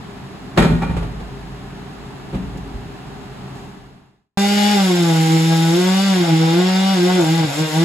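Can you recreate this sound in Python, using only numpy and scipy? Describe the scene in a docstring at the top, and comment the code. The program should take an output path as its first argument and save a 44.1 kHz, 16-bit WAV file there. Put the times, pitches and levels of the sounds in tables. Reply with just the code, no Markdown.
"""A street between houses, heard in stereo, with an excavator idling in the background.
A felled trunk crashes down, bounces and later rolls over: the ground thuds, the log rings, bark crunches
and the house fronts echo. The street fades out; after a cut, a two-stroke chainsaw is in the foreground.
Its exhaust pulses ring muffler and casing while the chain tears wood and sprays chips,
the engine sagging as the chain bites and picking up as it is eased."""
import sys
import numpy as np
from scipy import signal
from scipy.fft import rfft, irfft, next_fast_len
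from scipy.io import wavfile
from scipy.ndimage import uniform_filter1d

SR = 44100
rng = np.random.default_rng(int(sys.argv[2]) if len(sys.argv) > 2 else 0)


def materialize(psi):
    """Save the field psi as 16-bit PCM at rate SR to the path in sys.argv[1].

    A 1-D psi becomes a single channel; in a 2-D psi each row is a channel.
    """
    bounded = np.clip(np.atleast_2d(psi).T, -1, 1)
    quanta = np.round(bounded * 32767).astype(np.int16)
    wavfile.write(sys.argv[1], SR, quanta)


N = 345744
TIME = np.arange(N) / SR

# Levels in the tables are relative; each source adds its own gain.
# hum of the idling diesel: (frequency [Hz], level [dB])
DIESEL_HUM = [(44.5, -58.5), (88, -51.5), (133, -42), (192, -45.5), (267, -52.5), (402, -49.5)]
# resonances in the excavator's running noise: (frequency [Hz], level [dB], t60 [s])
EXCAVATOR_MODES = [(750, -53, .04), (1720, -59, .034), (2000, -65, 0.037), (2720, -60.5, .012)]
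# background noise of excavator and street: (frequency [Hz], density [dB])
STREET_NOISE = [(24, -18.5), (45, -7.5), (96, -15), (130, -3.5), (160, -5.5), (271, -8.5), (347, -13.5),
                (408, -10), (490, -23.5), (780, -16.5), (2160, -28.5), (4000, -33.5), (5900, -44),
                (7500, -39), (10000, -41), (15000, -54.5)]
# stereo width of the street at the microphone: (frequency [Hz], side minus mid [dB])
STREET_WIDTH = [(30, -10), (70, -13), (150, -9.5), (300, -7), (950, -1), (2400, -2), (6000, 6)]
# the trunk lands, bounces and rolls over: (time [s], thud [dB], log ring [dB], bark crunch [dB])
TRUNK_BLOWS = [(.563, -38, -23.5, -30), (.574, -26, -9, -10.5), (.583, -18.5, -11, -20),
               (.592, -31, -13.5, -35), (.62, -40, -21, -16), (.645, -30, -11, -21.5),
               (.701, -22.5, -14, -36), (.819, -25, -18.5, -25), (.894, -18.5, -24.5, -31),
               (.965, -21, -24, -25.5), (1.024, -32, -46, -30.5), (1.197, -33, -50, -35),
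               (2.328, -32, -24, -34), (2.343, -30, -20.5, -29.5), (2.423, -28.5, -36, -40),
               (2.546, -34, -28.5, -44), (2.735, -27.5, -39, -43)]
# thud of the ground: (frequency [Hz], density [dB])
GROUND_THUD = [(18, -31), (32, -16.5), (47, 0), (66, 0), (85, -13.5), (115, -2.5), (170, -30.5),
               (400, -48.5)]
# modes of the log: (frequency [Hz], level [dB], t60 [s])
TRUNK_MODES = [(126.4, -7.5, 0.44), (164.9, 3.5, 0.43), (189.5, 0, 0.39), (215, -7.5, 0.28),
               (244.4, -9, 0.62), (276.5, -10.5, 0.58), (360, -1.5, 0.078), (423.7, -12.5, 0.47),
               (542, -17, 0.091), (680, -27, 0.12), (769, -15, .16)]
# bark being crushed: (frequency [Hz], density [dB])
BARK_CRUNCH = [(100, -1), (300, 7), (650, 4.5), (1200, -3.5), (2300, -9.5), (3800, -15.5), (5800, -28.5),
               (8000, -21.5), (10500, -24.5), (15000, -43)]
# deep boom that lingers between the houses: (frequency [Hz], level [dB], t60 [s])
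STREET_MODES = [(50.14, -8, 3.1), (64.4, -20, 0.82)]
# stubs of limbs hit the ground: (time [s], level [dB], contact brightness [Hz])
LIMB_HITS = [(.575, -11.5, 5530), (.609, -13, 3400), (0.818, -16.5, 1800), (0.832, -14.5, 1600),
             (.975, -33, 3020)]
# modes of the limbs: (frequency [Hz], level [dB], t60 [s])
LIMB_MODES = [(812, -3.5, 0.12), (906, -6, 0.11), (1142, -9, 0.13), (1330, -11.5, 0.21),
              (1443, -10.5, 0.18), (1890, -4.5, 0.055), (2260, -10.5, .07), (2410, -8, 0.13),
              (2740, -17.5, .06), (4100, -11, 0.027)]
# two thin snaps of twig and chip, between them a faint longer high hiss: (time [s], level [dB], t60 [s])
SNAPS_AND_HISS = [(2.573, -46, 0.065), (3.55, -56, .9), (5.319, -25, 0.025)]
# high hiss, also the sound of the snaps and flying chips: (frequency [Hz], density [dB])
HIGH_HISS = [(3500, -9), (5300, -7.5), (6100, -9.5), (7200, -2), (9000, -7), (12000, -10.5), (15000, -25)]
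# speed of the saw's engine: (time [s], firing rate [Hz])
SAW_SPEED = [(4.38, 198), (4.49, 203), (4.72, 207), (4.91, 180), (5.13, 162), (5.27, 161), (5.7, 165),
             (5.8, 180), (6.04, 197), (6.1, 193), (6.27, 166), (6.35, 160), (6.52, 165), (6.6, 181),
             (6.69, 186), (6.92, 194), (7.0, 175), (7.09, 183), (7.17, 183), (7.25, 157), (7.38, 167),
             (7.43, 157), (7.45, 159), (7.48, 138), (7.51, 138), (7.61, 159), (7.72, 153), (7.84, 170)]
# the chain snags, the engine misfires: (time [s], half width [s], added spread [dB], tone loss [dB])
CHAIN_SNAGS = [(5.783, 0.015, 1.2, 3), (6.262, 0.064, 2.0, 0), (7.219, .04, 3, 7), (7.513, 0.093, 3.2, 0),
               (7.694, 0.027, 1, 7)]
# stereo width of the saw at the microphone: (frequency [Hz], side minus mid [dB])
SAW_WIDTH = [(60, -1), (170, -21.5), (310, -11.5), (640, -3), (1400, -2), (3100, -1.5), (6000, 4.5)]
# exhaust response that the firing tone and its octave sweep through: (frequency [Hz], level [dB])
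EXHAUST_RESPONSE = [(138, -29), (152, -30), (161, -14.5), (174, -18), (190, -14.5), (206, -16), (280, -34),
                    (322, -21.5), (362, -18.5), (384, -38.5), (402, -25.5), (416, -36)]
# response of the muffler: (frequency [Hz], level [dB])
MUFFLER_RESPONSE = [(380, -28), (470, 4), (545, -0.5), (640, -0.5), (710, 3.5), (770, -24), (860, -11),
                    (930, -0.5), (975, -3.5), (1060, -18), (1300, -12.5), (1480, -7), (1550, -19),
                    (1630, -9), (1800, -37)]
# narrow resonance of the muffler outlet: (frequency [Hz], level [dB])
OUTLET_RESPONSE = [(690, -53), (750, 0.5), (830, 1.5), (890, -52)]
# response of the engine casing: (frequency [Hz], level [dB])
CASING_RESPONSE = [(850, -9), (1120, 2.5), (1400, -2.5), (1520, 6.5), (1780, -2), (2080, 5), (2400, -1.5),
                   (2750, -4), (3100, -3), (3600, 4), (4200, -6.5), (4750, -9.5), (5380, -0.5), (6200, -22)]
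# thin metal of guide bar and cover, singing at high revs: (frequency [Hz], level [dB], t60 [s])
BAR_MODES = [(2860, 5, 0.04), (3700, -11, 0.07), (4690, 6.5, 0.019), (5550, -16, 0.033)]
# the chain tearing wood: (frequency [Hz], density [dB])
CHAIN_SPECTRUM = [(25, -5), (60, -8.5), (150, -0.5), (350, 5), (700, 2.5), (1150, -2), (2300, 2),
                  (3700, 0.5), (4300, 0.5), (4750, -37), (5050, -39), (5400, -51), (6500, -91)]
# bar and cover rubbed into ringing by the chain: (frequency [Hz], level [dB], t60 [s])
CHAIN_RING = [(1478, -6, 0.049), (2080, -1.5, 0.011), (2430, -4.5, 0.014), (3633, -3.5, 0.018),
              (4706, -3.5, .03), (5345, -7, 0.024)]
# strength of the chip spray: (time [s], level [dB])
CHIP_LEVEL = [(4.39, -32.5), (4.65, -31), (5.03, -34), (6.04, -33.5), (6.34, -38), (7.36, -34.5),
              (7.43, -39), (7.6, -33), (7.65, -38), (7.72, -34), (7.82, -34.5)]

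WORKING_HZ = 175   # firing rate about which the saw's levels rise and fall
LEFT_RIGHT = np.array([[1], [-1]])


def from_db(db):
    """Decibels to gain."""
    return 10 ** (np.asarray(db) / 20)


def rms_one(x):
    """Scale to an rms of 1."""
    return x / np.sqrt(np.mean(x ** 2) + 1e-20)


def at_hz(spectrum, hz):
    """Level of a spectrum at the given frequencies, in dB."""
    at, db = np.transpose(spectrum)
    return np.interp(np.log(hz), np.log(at), db)


def colour(x, spectrum):
    """Shape x by a spectrum that falls away steeply beyond both ends."""
    size = next_fast_len(N + 4096)
    hz = np.arange(size // 2 + 1) * SR / size + 1e-3
    ends = np.minimum(1, hz / spectrum[0][0]) ** 2 * np.minimum(1, spectrum[-1][0] / hz) ** 2
    return irfft(rfft(x, size) * ends * from_db(at_hz(spectrum, hz)), size)[..., :N]


def drift(rate_hz):
    """Random wander of spread 1, mostly slower than rate_hz."""
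    r = np.exp(-80 * np.pi * rate_hz / SR)
    slow = signal.lfilter([1], [1, -2 * r, r * r], rng.standard_normal(N // 40 + 2002))[2000:]
    return np.interp(np.arange(N) / 40, np.arange(len(slow)), rms_one(slow))


def stereo(mid, side, width):
    """Left and right from a middle and a side signal."""
    return mid + colour(side, width) * LEFT_RIGHT


def noise(spectrum, width):
    """Coloured stereo noise whose middle has an rms near 1."""
    return stereo(*rms_one(colour(rng.standard_normal((2, N)), spectrum)), width)


def reflections(x, t60, first_s, count):
    """Two unrelated sets of scattered echoes off houses and nearby surfaces, each of unit energy."""
    out = []
    for delay, size in zip(rng.uniform(0, .8, (2, count)), rng.standard_normal((2, count))):
        echoes = np.zeros(int((first_s + t60) * SR) + 2)
        np.add.at(echoes, ((first_s + delay * t60) * SR).astype(int), size * from_db(-60 * delay))
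        out.append(signal.fftconvolve(x, echoes / np.linalg.norm(echoes))[:N])
    return np.array(out)


def strikes(times, sizes):
    """One click for each contact."""
    clicks = np.zeros(N)
    clicks[(times * SR).astype(int)] = sizes
    return clicks


def ring(clicks, hz, t60):
    """A unit click sets a sine of height 1 ringing."""
    r, w = from_db(-60 / (t60 * SR)), 2 * np.pi * hz / SR
    return signal.lfilter([0, np.sin(w)], [1, -2 * r * np.cos(w), r * r], clicks + 1e-18)


def rubbed(modes):
    """Modes kept ringing by noise, each at its own rms level."""
    return sum(from_db(db) * rms_one(ring(rng.standard_normal(N), hz, t60)) for hz, db, t60 in modes)


def bursts(times, levels_db, t60, rise_s):
    """Envelope of overlapping bursts that rise quickly and die away."""
    power = np.zeros(N)
    for s, db, decay_s in np.broadcast(times, levels_db, t60):
        start = int(s * SR)
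        age = TIME[:N - start][:2 * SR]
        burst = from_db(db - 60 * age / decay_s) * (1 - np.exp(-age / rise_s))
        power[start:start + len(age)] += burst ** 2
    return np.sqrt(power)


def excavator(noise_db=-36.5, knock=0.035, waver_db=2.0, wander_rad=0.8):
    """A diesel idles in the background: wavering hum over noise that throbs with the firings."""
    hum = 0
    for hz, db in DIESEL_HUM:
        height = np.sqrt(2) * from_db(db + waver_db * drift(10))
        hum = hum + height * np.sin(2 * np.pi * hz * TIME + wander_rad * drift(0.86))
    throb = 1 + knock * np.cos(2 * np.pi * DIESEL_HUM[0][0] * TIME)
    return hum + rubbed(EXCAVATOR_MODES) + from_db(noise_db) * throb * noise(STREET_NOISE, STREET_WIDTH)


def trunk(ring_db=-2.5, limb_db=-5.5, wood_echo_db=-6.5, crunch_echo_db=-8.0):
    """Each blow shakes the ground, rings the log and crushes bark; the house fronts answer."""
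    times, thud_db, wood_db, crunch_db = np.transpose(TRUNK_BLOWS)
    thud = noise(GROUND_THUD, STREET_WIDTH) * bursts(times, thud_db, t60=0.63, rise_s=0.0067)
    blows = strikes(times, from_db(wood_db + ring_db))
    log = sum((-1) ** k * from_db(db) * ring(blows, hz, t60)
              for k, (hz, db, t60) in enumerate(TRUNK_MODES))
    wood = log + from_db(limb_db) * limb_clacks()
    crunch = bark_crunch(times, crunch_db)
    to_houses = from_db(wood_echo_db) * wood + from_db(crunch_echo_db) * crunch.mean(axis=0)
    echoes = reflections(to_houses, t60=1.0, first_s=.008, count=900)
    return thud + wood + crunch + stereo(*echoes, STREET_WIDTH)


def bark_crunch(times, crunch_db, t60=0.2, splinter_hz=1400, lift_db=2.5, loss_per_db=0.18):
    """Bark gives way under each blow; the harder the blow, the more brightly it splinters."""
    grit = noise(BARK_CRUNCH, STREET_WIDTH)
    dull = signal.sosfiltfilt(signal.butter(2, splinter_hz, fs=SR, output="sos"), grit)
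    splinter_db = crunch_db + lift_db + loss_per_db * (crunch_db - crunch_db.max())
    splinters = (grit - dull) * bursts(times, splinter_db, t60, rise_s=0.0019)
    return dull * bursts(times, crunch_db, t60, rise_s=0.0018) + splinters


def street_boom():
    """The ground thuds set the lowest resonances of the street going."""
    times, thud_db = np.transpose(TRUNK_BLOWS)[:2]
    thuds = strikes(times, from_db(thud_db))
    return sum(from_db(db) * ring(thuds, hz, t60) for hz, db, t60 in STREET_MODES)


def limb_clacks(gap_s=.015, rebound_loss_db=6, spread_db=3.5):
    """Each stub knocks and rebounds twice; a softer contact leaves the high modes quiet."""
    knocks = [(s + k * gap_s * rng.uniform(0.63, 1.2), db - k * rebound_loss_db, hz)
              for s, db, hz in LIMB_HITS for k in range(3)]
    times, db, bright_hz = np.transpose(knocks)
    scatter_db = spread_db * rng.standard_normal((len(times), len(LIMB_MODES)))
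    out = 0
    for k, (hz, mode_db, t60) in enumerate(LIMB_MODES):
        sizes = from_db(db + mode_db + scatter_db[:, k]) / (1 + (hz / bright_hz) ** 2)
        out = out + (-1) ** k * ring(strikes(times, sizes), hz, t60)
    return out


def snaps_and_hiss():
    """Two thin snaps of twig and chip, and a faint longer hiss, perhaps the excavator's hydraulics."""
    return noise(HIGH_HISS, SAW_WIDTH) * bursts(*np.transpose(SNAPS_AND_HISS), rise_s=0.00044)


def chainsaw(left_db=0.9, labour_hz=162, labour_db_per_hz=0.15):
    """The saw in the foreground, slightly left: engine, chain and chips all pulse with the crank."""
    speed = np.interp(TIME, *np.transpose(SAW_SPEED))
    uneven_db, loss_db = misfires()
    labour_db = labour_db_per_hz * np.minimum(speed - labour_hz, 0)   # dragged down, it loses power
    turns = np.cumsum(speed * (1 + .0011 * uneven_db * drift(20))) / SR
    angle = 2 * np.pi * turns
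    drone = exhaust_drone(speed, angle, uneven_db, loss_db)
    pulses = firings(turns, uneven_db)
    exhaust = muffler(pulses, speed) + from_db(-.5 * loss_db) * outlet(pulses, speed)
    rasp = from_db(.5 * labour_db - 0.18 * loss_db) * cutting_rasp(pulses, speed, angle)
    machine = from_db(labour_db) * exhaust + rasp + fan(speed, angle)
    return drone + machine * from_db(left_db * LEFT_RIGHT) + chip_spray(angle)


def misfires(steady_spread_db=1.57):
    """Snags briefly widen the spread of the firing strength; some also weaken the firing tone."""
    uneven_db, loss_db = steady_spread_db, 0
    for s, half_width_s, spread_db, dip_db in CHAIN_SNAGS:
        snag = np.exp(-((TIME - s) / half_width_s) ** 2)
        uneven_db, loss_db = uneven_db + spread_db * snag, loss_db + dip_db * snag
    return uneven_db, loss_db


def exhaust_drone(speed, angle, uneven_db, loss_db, octave_waver_db=2.0):
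    """The firing tone and its octave sweep through the exhaust's response."""
    tone_db = at_hz(EXHAUST_RESPONSE, speed) - loss_db
    octave_db = at_hz(EXHAUST_RESPONSE, 2 * speed) - 0.17 * loss_db + octave_waver_db * drift(9.1)
    slip = 0.41 * drift(4.9)   # the octave slips in phase as the saw moves
    octave = from_db(octave_db) * np.exp(1j * (2 * angle + slip))
    tones = -np.sqrt(2) * (from_db(tone_db) * np.exp(1j * angle) + octave)
    return stereo(tones.real, tones.imag, SAW_WIDTH) * from_db(.5 * uneven_db * drift(11))


def firings(turns, uneven_db, jitter=.000006):
    """One click a turn; the more uneven its strength, the further it also strays in time."""
    at = np.interp(np.arange(1, int(turns[-1])), turns, np.arange(N))
    spread_db = uneven_db[at.astype(int)]
    stray, strength = rng.standard_normal((len(at), 2)).T
    at = np.clip(at + jitter * SR * spread_db ** 2 * stray, 0, N - 2)
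    size = from_db(spread_db * strength)
    whole, clicks = at.astype(int), np.zeros(N)
    clicks[whole] += size * (1 - at % 1)
    clicks[whole + 1] += size * (at % 1)
    return clicks


def hold_level(x):
    """Hold the short-term level at 1."""
    power = uniform_filter1d(x ** 2, size=2200, axis=-1)
    return x / np.sqrt(np.abs(power) + 1e-4 * np.mean(x ** 2))


def radiate(pulses, body, t60, echo):
    """Pulses ring a body; reflections shift as the saw moves, so each overtone swells and fades."""
    direct = colour(pulses, body)
    first, second = reflections(direct, t60, first_s=.002, count=70)
    sway = 0.58 * drift(2.8)
    mid = direct + echo * (np.cos(sway) * first + np.sin(sway) * second)
    side = np.cos(sway) * second - np.sin(sway) * first
    return stereo(hold_level(mid), hold_level(side), SAW_WIDTH)


def muffler(pulses, speed, working_db=-30.5, db_per_hz=-0.0879, waver_db=2.5):
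    """Exhaust pulses bark through the muffler, more softly at high revs."""
    level_db = working_db + db_per_hz * (speed - WORKING_HZ) + waver_db * drift(12)
    return from_db(level_db) * radiate(pulses, MUFFLER_RESPONSE, t60=.35, echo=1.0)


def outlet(pulses, speed, peak_hz=800, half_width_hz=20, peak_db=-24.5, db_per_hz=0.1417):
    """The muffler outlet sings when an engine overtone comes near its resonance."""
    detune_hz = speed * np.round(peak_hz / speed) - peak_hz
    off_peak_db = 10 * np.log10(1 + (detune_hz / half_width_hz) ** 2)
    dropout_db = 4.5 * np.maximum(drift(5.7), 0) ** 2   # now and then the ring drops away
    level_db = peak_db + db_per_hz * (speed - WORKING_HZ) - off_peak_db - dropout_db
    return from_db(level_db) * radiate(pulses, OUTLET_RESPONSE, t60=0.18, echo=0.67)


def cutting_rasp(pulses, speed, angle, working_db=-29.5, db_per_hz=0.0466, ring_db=-9.5, bite_s=4.67):
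    """The casing buzzes while the chain tears wood and rubs the bar; tearing grows as the revs sag."""
    buzz = radiate(pulses, CASING_RESPONSE, t60=.1, echo=6.1) + bar_whine(pulses, speed)
    chain = (1 + 0.063 * np.cos(angle)) * noise(CHAIN_SPECTRUM, SAW_WIDTH)
    tearing = np.interp(speed, [145, 165, 195], [.5, .35, .25])   # the chain's share of the power
    rasp = np.sqrt(1 - tearing) * buzz + np.sqrt(tearing) * chain + from_db(ring_db) * rubbed(CHAIN_RING)
    bite_db = 2.5 * np.exp(-((TIME - bite_s) / .11) ** 2)   # one deeper bite makes the rasp surge
    return from_db(working_db + db_per_hz * (speed - WORKING_HZ) + bite_db) * rasp


def bar_whine(pulses, speed, free_db=-4.0, db_per_hz=.25, free_hz=195):
    """The bar's modes pick out overtones of the engine, more strongly the faster it runs."""
    modes = sum(from_db(db) * ring(pulses, hz, t60) for hz, db, t60 in BAR_MODES)
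    return from_db(free_db + db_per_hz * np.minimum(speed - free_hz, 0)) * rms_one(modes)


def fan(speed, angle, order=18, working_db=-43, db_per_hz=0.0438, waver_db=0.5):
    """The flywheel's vanes sing one high multiple of the engine speed."""
    level_db = working_db + db_per_hz * (speed - WORKING_HZ) + waver_db * drift(14)
    return from_db(level_db) * np.sin(order * angle)


def chip_spray(angle, gain_db=1.0, grain_db=1.14, pulsing=0.24, echo=0.73):
    """Chips hiss in step with the engine, coloured by a few reflections off nearby surfaces."""
    level_db = np.interp(TIME, *np.transpose(CHIP_LEVEL)) + gain_db + grain_db * drift(360)
    hiss = noise(HIGH_HISS, SAW_WIDTH)
    near = reflections(hiss.mean(axis=0), t60=.03, first_s=0.0011, count=10)[0]
    spray = (hiss + echo * near) / np.sqrt(1 + echo ** 2)
    return from_db(level_db) * (1 + pulsing * np.cos(angle)) * spray


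def microphone(x, crossover_hz=6000, lag_s=.00022):
    """In the treble both channels carry one signal, later and inverted on the left."""
    size = next_fast_len(N + 4096)
    both = rfft(x, size)
    hz = np.arange(size // 2 + 1) * SR / size
    low_share = 1 / (1 + (hz / crossover_hz) ** 20)
    ports = np.array([-np.exp(-2j * np.pi * hz * lag_s), np.ones(len(hz))])
    treble = np.sqrt(1 - low_share) * ports * both.mean(axis=0)
    return irfft(np.sqrt(low_share) * both + treble, size)[:, :N]


def scene(felling_db=0.52, fade_start_s=3.607, fade_end_s=4.33, floor_db=-50.5, cut_s=4.373):
    """The felling in the street fades out, then the sawing cuts in."""
    fade = np.clip((fade_end_s - TIME) / (fade_end_s - fade_start_s), 0, 1) ** 2 + from_db(floor_db)
    cut = np.clip((TIME - cut_s) / 0.00034, 0, 1)
    felling = (excavator() + trunk() + street_boom()) * from_db(felling_db) * fade
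    return felling * (1 - cut) + snaps_and_hiss() + chainsaw() * cut


def record(dry, ceiling=.95, stopband_hz=17200):
    """The microphone's sound, with the highest peaks rounded and the top cut."""
    heard = microphone(dry)
    rounded = heard / (1 + (heard / ceiling) ** 6) ** (1 / 6)
    return signal.sosfilt(signal.cheby2(12, 70, stopband_hz, fs=SR, output="sos"), rounded)


dry = scene()
out = record(dry)
materialize(out)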